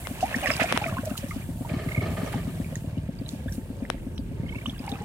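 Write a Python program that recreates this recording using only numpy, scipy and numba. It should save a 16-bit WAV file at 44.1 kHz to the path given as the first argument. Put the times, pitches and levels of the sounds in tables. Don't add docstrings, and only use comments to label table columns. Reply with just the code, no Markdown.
import sys
import numpy as np
from scipy import signal
from scipy.fft import rfft, irfft
from scipy.io import wavfile
from scipy.ndimage import uniform_filter1d, map_coordinates
from numba import njit

SR = 44100
rng = np.random.default_rng(int(sys.argv[2]) if len(sys.argv) > 2 else 0)


def int16_out(signal):
    q = np.round(np.clip(np.atleast_2d(signal).T, -1, 1) * 32767)
    wavfile.write(sys.argv[1], SR, q.astype(np.int16))


N = 222352
TOP_HZ = 15950


def undb(db):
    return 10 ** (np.asarray(db, float) / 20)


def unit(x):
    return x / np.sqrt(np.mean(x ** 2))


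def curve(table):
    s, *columns = np.transpose(table)
    return [np.interp(np.arange(N) / SR, s, column) for column in columns]


def on_log(table, hz):
    f, values = np.transpose(table)
    return np.interp(np.log(hz), np.log(f), values)


def band(x, hz, width):
    return signal.lfilter(*signal.iirpeak(hz, hz / width, SR), x)


def steep_band(x, hz, width):
    return band(band(x, hz, width), hz, width)


def walk(rate):
    hold = int(SR / rate)
    steps = np.repeat(rng.standard_normal(N // hold + 1), hold)
    return 1.3 * uniform_filter1d(uniform_filter1d(steps, hold), hold)[:N]


@njit
def add_rings(out, start, hz, t60, rise, glide, left, right, lag):
    for k in range(len(start)):
        length, phase = t60[k] * SR, 0.
        for n in range(int(length)):
            i = start[k] + n
            if i + lag >= out.shape[1]:
                break
            phase += 2 * np.pi * hz[k] * (1 + glide[k] * n / length) / SR
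            swell = (1 - np.exp(-(n + 1) / (rise[k] * SR))) ** 2
            pressure = np.sin(phase) * 1000 ** (-n / length) * swell
            out[0, i + lag] += left[k] * pressure
            out[1, i] += right[k] * pressure


def rings(s, hz, db, t60, pan_db, rise=1e-4, glide=0., lag=0):
    out = np.zeros((2, N))
    columns = np.broadcast_arrays(s, hz, db, t60, pan_db, rise, glide)
    s, hz, db, t60, pan_db, rise, glide = (1. * column for column in columns)
    left, right = undb(db + pan_db / 2), undb(db - pan_db / 2)
    add_rings(out, (s * SR).astype(np.int64), hz, t60, np.maximum(rise, 1e-5), glide, left, right, lag)
    return out


def shade(hz):
    return -2 * np.maximum(np.log2(hz / 600), 0)


def wobble(x, depth_s, rate):
    place = np.arange(N) + depth_s * SR * walk(rate)
    return np.array([map_coordinates(port, [place], order=3, mode="nearest") for port in x])


def bubbles(count, centre_hz, octaves, cycles, spread_db, pan_db, pan_spread_db, lag):
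    when, pitch, size, side, life = rng.random((count, 5)).T
    hz = np.broadcast_to(centre_hz, N)[(when * N).astype(int)] * 2 ** (octaves * (pitch - .5))
    t60 = cycles * (.5 + life) / hz
    db = -spread_db * np.log(1 - size)
    pan = pan_db + pan_spread_db * (2 * side - 1)
    return unit(rings(when * N / SR, hz, db, t60, pan, rise=0.044 / hz, glide=0.068, lag=lag))


def wash():
    # t/s, gurgle level/dB, slosh level/dB
    water_levels = [(0, -45, -50), (.15, -49.5, -49.5), (.3, -39, -39.5), (.42, -41, -36.5),
                    (.53, -46.5, -37.5), (.67, -39.5, -39.5), (.86, -36.5, -39.5), (.95, -45.5, -48),
                    (1.15, -50.5, -52.5), (1.25, -57, -50.5), (1.6, -50, -60.5), (1.72, -41.5, -48),
                    (1.86, -54, -50.5), (2.05, -41.5, -47.5), (2.27, -42.5, -48.5), (2.36, -42.5, -44),
                    (2.44, -50.5, -51.5), (3.0, -53, -58), (3.85, -50.5, -59.5), (4.2, -57.5, -63),
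                    (4.47, -50.5, -55.5), (4.55, -49, -50.5), (4.78, -55.5, -57), (4.86, -45, -52),
                    (5.04, -48, -50.5)]
    # t/s, f/Hz
    pocket_pitch = [(0, 654), (.9, 650), (1.1, 670), (2.3, 625), (4.4, 503), (4.75, 670), (4.85, 830),
                    (5.04, 780)]
    # f/Hz, spread/octaves, level/dB
    slosh_bands = [(1098, 0.2, -10), (1896, 0.58, -2), (2563, 0.41, -1.5), (3220, 0.48, -10)]
    gurgle_db, slosh_db = curve(water_levels)
    gurgle_hz, = curve(pocket_pitch)
    fizz_db = -48 + 0.85 * (slosh_db + 40)
    lumps_db = 1.5 * walk(35)
    gurgle = bubbles(2000, gurgle_hz, 0.29, cycles=8.5, spread_db=2, pan_db=-.5, pan_spread_db=12, lag=2)
    glug = bubbles(1200, 460, octaves=1, cycles=7.4, spread_db=2, pan_db=3, pan_spread_db=1, lag=1)
    crackle = bubbles(30000, 1830, 2.14, cycles=23, spread_db=-1.5, pan_db=2.5, pan_spread_db=92, lag=6)
    slosh = sum(
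        undb(db) * bubbles(1500, hz, octaves, cycles=40, spread_db=2, pan_db=-2.5, pan_spread_db=13, lag=6)
        for hz, octaves, db in slosh_bands)
    fizz = bubbles(18000, 5030, 1.71, cycles=25, spread_db=1.5, pan_db=-4, pan_spread_db=28, lag=6)
    plinks = bubbles(900, 2186, 1.49, cycles=25, spread_db=2.5, pan_db=0, pan_spread_db=16, lag=5)
    deep = (gurgle + undb(-12) * glug) * undb(gurgle_db)
    surface = (unit(slosh) + undb(-4.5) * crackle + undb(-12.5) * plinks) * undb(slosh_db)
    return (deep + surface + fizz * undb(fizz_db)) * undb(lumps_db)


def drops():
    # t/s, f/Hz, level/dB, t60/s, glide as a share of f # the rows at 1.698 s, 1.963 s and
    # 2.025 s are instead ringing rattles set off by the fast engine's hard firings
    single_bubbles = [(.051, 2170, -31.5, 0.071, -0.21), (0.21, 2670, -21, 0.0091, 0.21),
                      (.229, 676, -10.5, 0.078, 0.74), (.311, 1780, -31, 0.018, -0.2),
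                      (0.33, 2540, -25, 0.022, 0.048), (.345, 1720, -9, 0.0232, 0.56),
                      (0.387, 1780, -23, 0.016, 0.076), (.418, 2010, -27, 0.019, 0.52),
                      (.422, 617, -24, 0.25, -0.75), (0.433, 2820, -19.5, .025, 0.039),
                      (0.472, 5140, -23, 0.015, 0.009), (.478, 5000, -24, 0.016, 0.34),
                      (0.485, 4050, -32, 0.016, 0), (.483, 1810, -21, 0.016, 0.072),
                      (0.467, 1230, -23.5, 0.075, -0.39), (.513, 5140, -37, 0.015, -0.087),
                      (.517, 5070, -15, 0.024, 0.2), (0.517, 2560, -20, 0.024, 0.25),
                      (.534, 5200, -35, .015, -0.27), (.54, 5040, -24, .015, 0.0069),
                      (.547, 4800, -26, .012, 0.14), (0.539, 2850, -20, .015, -0.086),
                      (0.552, 2460, -20, 0.017, -0.24), (.567, 6300, -34, 0.0066, -0.39),
                      (.569, 5000, -23, .01, -0.1), (0.577, 2520, -28, 0.047, -0.44),
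                      (.596, 885, -15.5, 0.031, -0.73), (0.602, 2420, -25, 0.012, 0.17),
                      (.612, 2740, -20, 0.019, -0.23), (0.62, 500, -4, 0.015, 0.98),
                      (.621, 1850, -26, 0.013, -0.22), (.66, 2200, -24, 0.019, .2),
                      (.69, 2520, -24, .02, 0.095), (0.721, 525, -19, 0.049, -0.16),
                      (.896, 1530, -25, .02, -0.31), (0.927, 1070, -24.5, 0.023, .1),
                      (0.939, 1400, -31, 0.03, 0), (1.096, 1310, -35, 0.049, -0.17),
                      (1.112, 1480, -38, 0.042, 0), (1.117, 680, -30.5, 0.05, 0.0093),
                      (1.14, 1430, -37, 0.034, -0.2), (1.18, 948, -38.5, 0.03, 0.15),
                      (1.263, 547, -33, 0.054, 0.2), (1.963, 2400, -26, 0.054, -0.36),
                      (2.025, 3080, -46, 0.018, -0.036), (4.182, 2770, -27.5, 0.0065, 0.59),
                      (4.182, 4160, -35, 0.014, -0.47), (4.737, 1254, -35, 0.018, -0.54),
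                      (4.748, 2980, -41, 0.058, -0.31), (4.758, 1610, -49, 0.12, 0),
                      (4.85, 2740, -46, 0.124, 0.37), (4.896, 802, -32.5, 0.14, -0.0049),
                      (4.91, 430, -33.5, 0.19, 0.33), (4.937, 790, -34.5, 0.12, -0.012),
                      (5.007, 807, -36.5, 0.31, 0.41), (5.011, 420, -29.5, 0.052, 0.26),
                      (4.894, 4670, -33, .012, 0), (4.896, 3600, -34, 0.018, 0.43),
                      (4.794, 5070, -33, .012, 0), (4.783, 3320, -38, 0.02, 0.39),
                      (.434, 798, -17.5, 0.086, -0.29), (.443, 2300, -17, 0.024, 0.27),
                      (.458, 593, -20.5, 0.063, 0.25), (0.461, 2050, -9, 0.0219, -0.44),
                      (0.474, 1794, -10.5, 0.02, 0.035), (.48, 2600, -18, 0.021, 0.43),
                      (0.503, 1146, -19, 0.044, 0.38), (0.506, 2010, 4.5, 0.0043, 0.51),
                      (0.507, 672, -12.5, 0.039, -0.48), (.601, 610, -14.5, 0.03, 0.59),
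                      (0.615, 1410, -18, 0.012, 1), (0.627, 2230, -17, 0.026, 0.84),
                      (.642, 664, -12.5, 0.038, 0.2), (.7, 2430, -27, 0.044, 0.13),
                      (.18, 887, -34, 0.054, 0.3), (.93, 618, -25.5, 0.061, 0.22),
                      (0.717, 1190, -25, 0.043, -0.41), (0.764, 970, -23, 0.061, -0.046),
                      (.816, 807, -20.5, 0.057, 0.14), (.843, 2400, -12, 0.019, -0.042),
                      (0.843, 1400, -19, 0.024, 0.23), (.859, 696, -21, 0.13, -0.37),
                      (0.866, 2118, -11, 0.0095, 0.029), (0.882, 1236, -25.5, 0.078, -0.07),
                      (0.97, 1040, -19.5, 0.073, 0.099), (0.986, 1420, -20, 0.02, 0.39),
                      (1.036, 528, -16, 0.03, 0.75), (1.064, 636, -23.5, 0.14, -0.17),
                      (1.156, 1370, -32.5, 0.031, -0.45), (1.18, 2870, -19.5, 0.007, 0.4),
                      (1.18, 3990, -22.5, 0.011, 0.33), (1.231, 567, -27.5, 0.065, -0.014),
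                      (1.311, 2120, -22, 0.024, -0.064), (1.314, 1186, -24.5, 0.044, 0.14),
                      (1.423, 2330, -36, 0.041, 0.035), (1.651, 926, -23.5, 0.028, 0.032),
                      (1.698, 2288, -25, 0.0194, 0.1), (1.963, 648, -29, 0.068, -0.52),
                      (2.195, 626, -22.5, 0.057, 0.464), (2.341, 880, -25, 0.036, -0.42),
                      (2.647, 2380, -35, 0.02, -0.32), (2.757, 1730, -28, 0.016, 0.3),
                      (2.758, 6400, -24, 0.011, 0.091), (2.98, 2970, -38.5, 0.025, -0.012),
                      (3.19, 4740, -35, 0.017, 0), (3.264, 3840, -32, 0.017, 0.24),
                      (3.265, 2950, -40, 0.017, 0.14), (3.525, 1613, -43.5, 0.059, -0.074),
                      (3.484, 1565, -29.5, 0.038, 0.47), (3.484, 3400, -39, 0.026, 0.24),
                      (3.577, 2400, -42, 0.021, -0.11), (3.769, 523, -30, 0.059, 0.26),
                      (3.854, 1860, -23, 0.0081, 0.24), (4.492, 3130, -36, 0.027, -0.032),
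                      (4.561, 2640, -33, 0.042, -0.0059), (4.66, 1146, -22.5, 0.018, -0.13),
                      (4.662, 2810, -18.5, 0.021, 0.48), (4.666, 3480, -27, .015, 0),
                      (4.698, 3250, -21, 0.023, 0.047), (4.796, 2260, -40, 0.03, 0.92),
                      (4.531, 906, -39, 0.11, 0.44), (4.832, 890, -30.5, 0.035, -0.11),
                      (4.881, 2360, -21, 0.011, -0.28), (4.88, 830, -19, 0.027, 0.39),
                      (4.92, 3610, -23.5, 0.014, 0.053), (4.939, 2400, -34, 0.031, 0.15),
                      (4.957, 1256, -36.5, 0.062, 0.074), (4.958, 2600, -33, 0.014, 0.09)]
    s, hz, db, t60, glide = np.transpose(single_bubbles)
    flutter_db = 2.5 * walk(260)
    rise = 0.47 / hz + .02 * t60
    direct = rings(s - .0025, hz, db, t60, shade(hz), rise, glide, lag=4) * undb(flutter_db)
    direct = wobble(direct, depth_s=.00005, rate=300)
    t, scatter_t60 = np.arange(int(.06 * SR)) / SR, 0.11
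    ripples = rng.standard_normal((2, len(t))) * 1000 ** (-t / scatter_t60)
    return direct + undb(-37) * signal.fftconvolve(direct, ripples, axes=1)[:, :N]


def bursts():
    # t/s, peak level/dB, centre f/Hz, t60/s
    noisy_bursts = [(0.2074, -31, 5100, 0.19), (0.307, -33, 2040, 0.21), (.3605, -30, 4870, 0.031),
                    (.428, -36, 2330, .08), (.4594, -13, 1874, 0.2), (0.4715, -27, 4970, 0.15),
                    (0.494, -21, 2020, 0.113), (.5094, -31, 5134, 0.13), (0.537, -33, 4940, 0.036),
                    (0.565, -30, 5100, 0.019), (0.602, -12.5, 1920, 0.13), (0.6206, -23, 2020, 0.074),
                    (0.633, -23, 5070, .03), (0.689, -20.5, 1970, 0.44), (0.758, -21.5, 2050, 0.072),
                    (0.84, -43.5, 1930, .075), (0.871, -36, 8550, 0.15), (1.052, -32, 9350, 0.062),
                    (1.099, -35, 8700, .036), (1.171, -28, 7560, 0.091), (1.283, -38, 8300, 0.35),
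                    (1.07, -38, 3100, 0.044), (1.6934, -38, 2282, 0.099), (2.174, -33, 1810, 0.083),
                    (2.345, -41, 1080, .08), (2.3244, -38, 9900, 0.042), (2.3255, -29.5, 2010, 0.15),
                    (2.755, -41, 5760, 0.18), (3.282, -39, 6550, 0.43), (3.527, -38, 8000, 0.17),
                    (3.906, -37, 2150, 0.28), (4.6994, -47, 4970, 0.1), (4.893, -39, 7050, 0.057)]
    out = np.zeros((2, N))
    t = np.arange(int(.3 * SR)) / SR
    flock = bubbles(5000, 2244, 2.45, cycles=6.1, spread_db=1.5, pan_db=-9.5, pan_spread_db=12, lag=5)
    for s, db, hz, t60 in noisy_bursts:
        rise = .008 * np.sqrt(2000 / hz)
        width_hz = hz * min(0.93 * hz / 2000, 1.44)
        i = int((s - rise) * SR)
        noise = rng.standard_normal((2, len(t)))
        grain_db = 0.21 * np.repeat(rng.standard_normal(len(t) // 60 + 1), 60)[:len(t)]
        grains = noise * undb(grain_db) + undb(-8) * np.roll(flock, -i, axis=1)[:, :len(t)]
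        burst = steep_band(grains, hz, width_hz) * (1 - np.exp(-t / rise)) ** 2 * 1000 ** (-t / t60)
        port_db = db + shade(hz) * np.array([[.5], [-.5]])
        out[:, i:i + len(t)] += (burst / np.abs(burst).max() * undb(port_db))[:, :N - i]
    return out


def snaps():
    # t/s, level/dB, centre f/Hz
    impacts = [(0.208, -42, 7100), (.265, -42, 8050), (.363, -36, 8100), (.384, -40.5, 7460),
               (.406, -42, 9950), (.414, -35, 9200), (.459, -36, 9000), (.477, -40, 9400),
               (0.503, -34.5, 10400), (.538, -45, 9400), (.566, -32, 9800), (.607, -33, 9900),
               (.633, -39, 8450), (0.647, -40, 8900), (0.885, -38, 10400), (1.055, -33, 9300),
               (1.178, -31.5, 9550), (2.755, -38, 5100), (3.282, -45, 7960), (3.289, -32.5, 5240),
               (3.315, -53, 7900), (3.523, -39.5, 8500), (3.553, -47, 6000), (4.656, -48, 7400),
               (4.679, -50, 8500), (4.705, -53, 7540), (4.778, -47, 11500), (4.864, -43, 7040),
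               (4.895, -48, 11550), (4.916, -47, 6000), (5.021, -48, 8500)]
    s, db, centre_hz = (np.repeat(column, 6) for column in np.transpose(impacts))
    late, pitch, side = rng.random((len(s), 3)).T
    octaves, t60 = 1.36, 0.0054
    hz = np.minimum(centre_hz * 2 ** (octaves * (pitch - .5)), TOP_HZ)
    pan_db = shade(hz) / 2 + 8 * (side - .5)
    return rings(s + 0.0019 * late, hz, db + 5.5, t60, pan_db, rise=0.00022, lag=5)


def hiss():
    # t/s, level/dB
    drain_levels = [(0, -45.5), (.18, -47.5), (.41, -46), (.6, -43.5), (.83, -49.5), (1.14, -48.5),
                    (1.39, -52.5), (1.99, -50), (2.18, -47.5), (2.4, -51), (2.65, -51.5), (2.81, -54),
                    (2.93, -61), (3.19, -60), (3.47, -58.5), (3.54, -49.5), (3.62, -57.5), (3.99, -61.5),
                    (4.49, -62), (4.69, -56), (5.04, -57.5)]
    # f/Hz, relative spectral level/dB
    spectrum = [(3000, -2.5), (5500, -8), (7500, 2.5), (8900, 5), (10000, 3), (14000, 1.5), (16000, -5)]
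    f = np.fft.rfftfreq(N, 1 / SR) + 1
    colour = undb(on_log(spectrum, f) - 40 * (f < 2500))
    noise = irfft(rfft(rng.standard_normal((2, N))) * colour, N)
    droplets = bubbles(1200, 9070, 1.03, cycles=10, spread_db=4, pan_db=-5, pan_spread_db=12, lag=5)
    flicker_db, port_db = 1.2 * walk(12), np.array([[-.8], [.8]])
    return (unit(noise) + undb(-15) * droplets) * undb(curve(drain_levels)[0] + flicker_db + port_db)


def slow_engine():
    # t/s, thump level/dB, knock level/dB
    firings = [(0.11, -23.5, -34), (0.237, -25.5, -36), (0.363, -19.5, -33), (0.488, -21, -25),
               (0.616, -20, -23), (0.743, -19.5, -50), (0.864, -27, -39), (0.989, -21.5, -37),
               (1.113, -20, -40), (1.239, -22.5, -39), (1.362, -21, -36), (1.489, -24, -35),
               (1.609, -22.5, -37), (1.736, -19.5, -38), (1.862, -23, -31), (1.987, -25.5, -30.5),
               (2.11, -22.5, -46), (2.231, -19.5, -39), (2.356, -19, -31), (2.476, -21.5, -40),
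               (2.6, -19.5, -31.5), (2.724, -31.5, -28.5), (2.843, -26, -31.5), (2.972, -20.5, -34.5),
               (3.09, -23, -31), (3.214, -23, -31.5), (3.333, -24.5, -40), (3.459, -23.5, -30.5),
               (3.581, -22, -37.5), (3.702, -23.5, -38), (3.823, -19.5, -35), (3.943, -27.5, -31),
               (4.067, -23, -36.5), (4.191, -22.5, -38), (4.314, -28, -36), (4.433, -22.5, -33),
               (4.557, -29.5, -35), (4.68, -21, -40), (4.802, -25, -34), (4.923, -21, -34)]
    # f/Hz, gain/dB, t60/s, pan/dB, rise/cycles
    exhaust_modes = [(202.7, 11.5, 0.037, 3.5, 0.64), (148.4, -0.5, 0.03, -6, 0.74),
                     (548, 2.5, 0.04, -5.5, 1.1), (640, 5, 0.033, -6, 2.5)]
    s, thump_db, knock_db = np.transpose(firings)
    detune = 1 + 0.016 * rng.standard_normal(len(s))
    direct = np.zeros((2, N))
    for hz, gain_db, t60, pan_db, rise_cycles in exhaust_modes:
        db, glide = (knock_db, 0) if hz > 400 else (thump_db, 0.93)
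        direct += rings(s - 0.0016, hz * detune, db + gain_db, t60, pan_db, rise_cycles / hz, glide)
    echo_delay_s = .031
    echo = np.pad(direct, ((0, 0), (int(echo_delay_s * SR), 0)))[:, :N]
    return direct + undb(-21) * band(echo, hz=110, width=180)


def fast_engine():
    # t/s, firing rate/Hz
    firing_rate = [(0, 19.472), (.7, 18.955), (2.3, 19.051), (4.2, 18.07), (5.04, 18.193)]
    # f/Hz, width/Hz, gain/dB
    pipe_modes = [(109, 71, 8), (149.2, 7.7, 6.5), (62.3, 175, -8)]
    # t/s, level/dB
    throb_levels = [(0, -42), (.3, -41.5), (.9, -36.5), (1.6, -39), (1.75, -30), (2.15, -31), (2.53, -32),
                    (3.3, -39.5), (3.9, -46), (4.1, -42.5), (4.48, -34), (4.62, -38), (5.04, -36)]
    # t/s, level/dB
    drone_levels = [(0, -60), (2.0, -40), (2.22, -32.5), (2.62, -31), (2.85, -60), (5.04, -46)]
    firings = .311 + np.cumsum(curve(firing_rate)[0]) / SR
    cycle = np.floor(firings).astype(int)
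    strength = undb(3 * rng.standard_normal(cycle[-1] + 1))[cycle]
    pulses = np.diff(cycle, prepend=cycle[0]) * strength
    gas = strength * np.exp(-(firings % 1) / 0.57) * rng.standard_normal(N)
    drive = unit(pulses) + 0.4 * unit(gas)
    pipe = sum(undb(db) * steep_band(drive, hz, 1.28 * width) for hz, width, db in pipe_modes)
    throb = signal.lfilter(*signal.butter(2, 320, fs=SR), pipe)
    drone = unit(steep_band(drive, hz=157, width=12.6)) * undb(curve(drone_levels)[0])
    return unit(throb) * undb(curve(throb_levels)[0] + walk(5)) + drone


def barks():
    # t/s, level/dB
    hard_firings = [(1.693, -31.5), (1.738, -29.5), (1.794, -30), (1.838, -34), (1.886, -34.5),
                    (1.926, -46.5), (1.962, -35.5), (2.019, -26), (2.062, -28), (2.116, -36.5),
                    (2.173, -27.5), (2.221, -30.5), (2.274, -31), (2.326, -34), (2.378, -32),
                    (2.478, -37.5)]
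    # f/Hz, width/Hz, gain/dB
    upper_modes = [(390, 126, -1.5), (629, 53, -4), (1213, 68, -8), (1780, 170, -9), (2145, 200, -11.5),
                   (3110, 230, -17), (4140, 705, -17.5)]
    rise, t60 = 0.0071, 0.16
    t, envelope = np.arange(int(.2 * SR)) / SR, np.zeros(N)
    puff = (1 - np.exp(-t / rise)) * 1000 ** (-t / t60)
    for s, db in hard_firings:
        i = int((s - rise) * SR)
        envelope[i:i + len(t)] += undb(db) * puff
    both, left, right = rng.standard_normal((3, N))
    gas = both + 0.44 * np.array([left, right])
    return sum(undb(db) * band(unit(band(gas, hz, width)) * envelope, hz, 2 * width)
               for hz, width, db in upper_modes)


def ticks():
    # t/s, level/dB
    cracks = [(.0703, -17), (.724, -6), (0.7746, -6), (3.9003, -8.5), (4.1766, -36)]
    # f/Hz, gain/dB, t60/s, pan/dB, rise/s, delay/s
    modes = [(540, 11.5, .0064, -20, .0028, .0009), (1210, 28, .0015, 20, .0011, .00047),
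             (3180, 28, .0013, 20, .0011, .00049), (3630, -13, .007, 20, .00012, .0004),
             (3960, -22, .017, 20, .001, .0005), (5360, -3, .0024, 20, .0004, .00053),
             (9460, -3, .0014, 20, .0002, .0007)]
    s, db = np.transpose(cracks)
    return -sum(rings(s + delay, hz, db + gain_db, t60, pan_db, rise)
                for hz, gain_db, t60, pan_db, rise, delay in modes)


def frog():
    # loudest t/s, level/dB, first pulse t/s, pulse count, period/s, f/Hz
    trills = [(1.96, -28.5, 1.886, 6, .0302, 2170), (4.54, -36.5, 4.432, 7, .0302, 2215)]
    pulse_s, climb_hz_per_s, fade_db_per_s2 = 0.013, 950, 1100
    out = np.zeros((2, N))
    t = np.arange(int(pulse_s * SR)) / SR
    window = np.sin(np.pi * t / pulse_s) ** 2
    for top, db, first, pulses, period, top_hz in trills:
        for s in first + period * np.arange(round(pulses)):
            hz = top_hz + climb_hz_per_s * (s - top)
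            pulse = window * np.sin(2 * np.pi * hz * t) * undb(db - fade_db_per_s2 * (s - top) ** 2)
            for port, lag, gain_db in ((0, 8, 0), (1, 0, 6)):
                i = int((s - .002) * SR) + lag
                out[port, i:i + len(t)] += pulse * undb(gain_db)
    return out


def bird():
    # t/s, starting f/Hz, level/dB, t60/s, glide as a share of f
    chirps = [(2.25, 6220, -39, 0.048, -0.18), (3.785, 4900, -53.5, 0.044, -.2),
              (4.141, 6800, -50, 0.042, -.4), (4.157, 5830, -52, 0.065, -0.084),
              (4.182, 5100, -47, 0.051, -0.23), (4.663, 6400, -50, 0.095, -0.4)]
    s, hz, db, t60, glide = np.transpose(chirps)
    whistles = rings(s, hz, db, t60, pan_db=-32, rise=0.011, glide=glide)
    return wobble(whistles, depth_s=.00002, rate=300) * undb(4 * walk(250))


def air():
    # f/Hz, relative spectral level/dB
    spectrum = [(18, -33), (30, 17.5), (65, 6), (246, -1.5), (376, -10), (699, -34.5), (781, -53),
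                (892, -13.5), (1060, -39.5), (1660, -24.5), (1890, -48), (2950, -35.5), (6000, -42.5),
                (7800, -67), (13200, -120)]
    # f/Hz, correlation (0-1)
    port_correlation = [(40, 1), (130, 1), (300, 0.88), (700, 0.25), (1400, 0), (16000, 0.9)]
    out, swell = 0, walk(0.093)
    f = np.fft.rfftfreq(N, 1 / SR) + 1
    correlation = np.clip(on_log(port_correlation, f), 0, 1)
    noise = rfft(rng.standard_normal((2, N))) * undb(on_log(spectrum, f))
    mid, side = noise * np.sqrt([1 + correlation, 1 - correlation])
    for hz in 25 * 2 ** np.arange(0, 8.6, .5):
        share = np.clip(1 - np.abs(2 * np.log2(f / hz)), 0, 1)
        flicker_db = .6 * swell + 3.6 * walk(10)
        out = out + undb(flicker_db) * irfft(share * np.array([mid + side, mid - side]), N)
    return unit(out) * undb(-35)


def breeze():
    # peak t/s, level/dB, time to fall 10 dB on either side/s (sign immaterial)
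    gusts = [(0, -66, 7), (.5, -43, 3.3), (1.8, -49, 4), (3.26, -48.5, -2.8), (4.0, -58, 6),
             (4.3, -39.5, -0.25)]
    both, left, right = steep_band(rng.standard_normal((3, N)), hz=25, width=59)
    t, calm_db = np.arange(N) / SR, -85
    strength = undb(calm_db) + sum(undb(db - 10 * ((t - s) / fall) ** 2) for s, db, fall in gusts)
    return unit(both + 0.5 * np.array([left, right])) * strength * undb(2 * walk(5.68))


def insects():
    chorus = steep_band(rng.standard_normal((2, N)), hz=8750, width=700)
    return unit(chorus) * undb(-72 + walk(6.3))


def scene():
    foreground = wash() + hiss() + bursts() + snaps() + drops()
    engines = slow_engine() + fast_engine() + barks()
    return foreground + engines + ticks() + frog() + bird() + air() + breeze() + insects()


def record(dry):
    low_cut_hz, ceiling = 57.1, .95
    heard = signal.sosfilt(signal.butter(4, low_cut_hz, "highpass", fs=SR, output="sos"), dry)
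    rounded = heard / (1 + (heard / ceiling) ** 4) ** .25
    return signal.sosfilt(signal.ellip(10, .2, 70, TOP_HZ, fs=SR, output="sos"), rounded)


dry = scene()
out = record(dry)
int16_out(out)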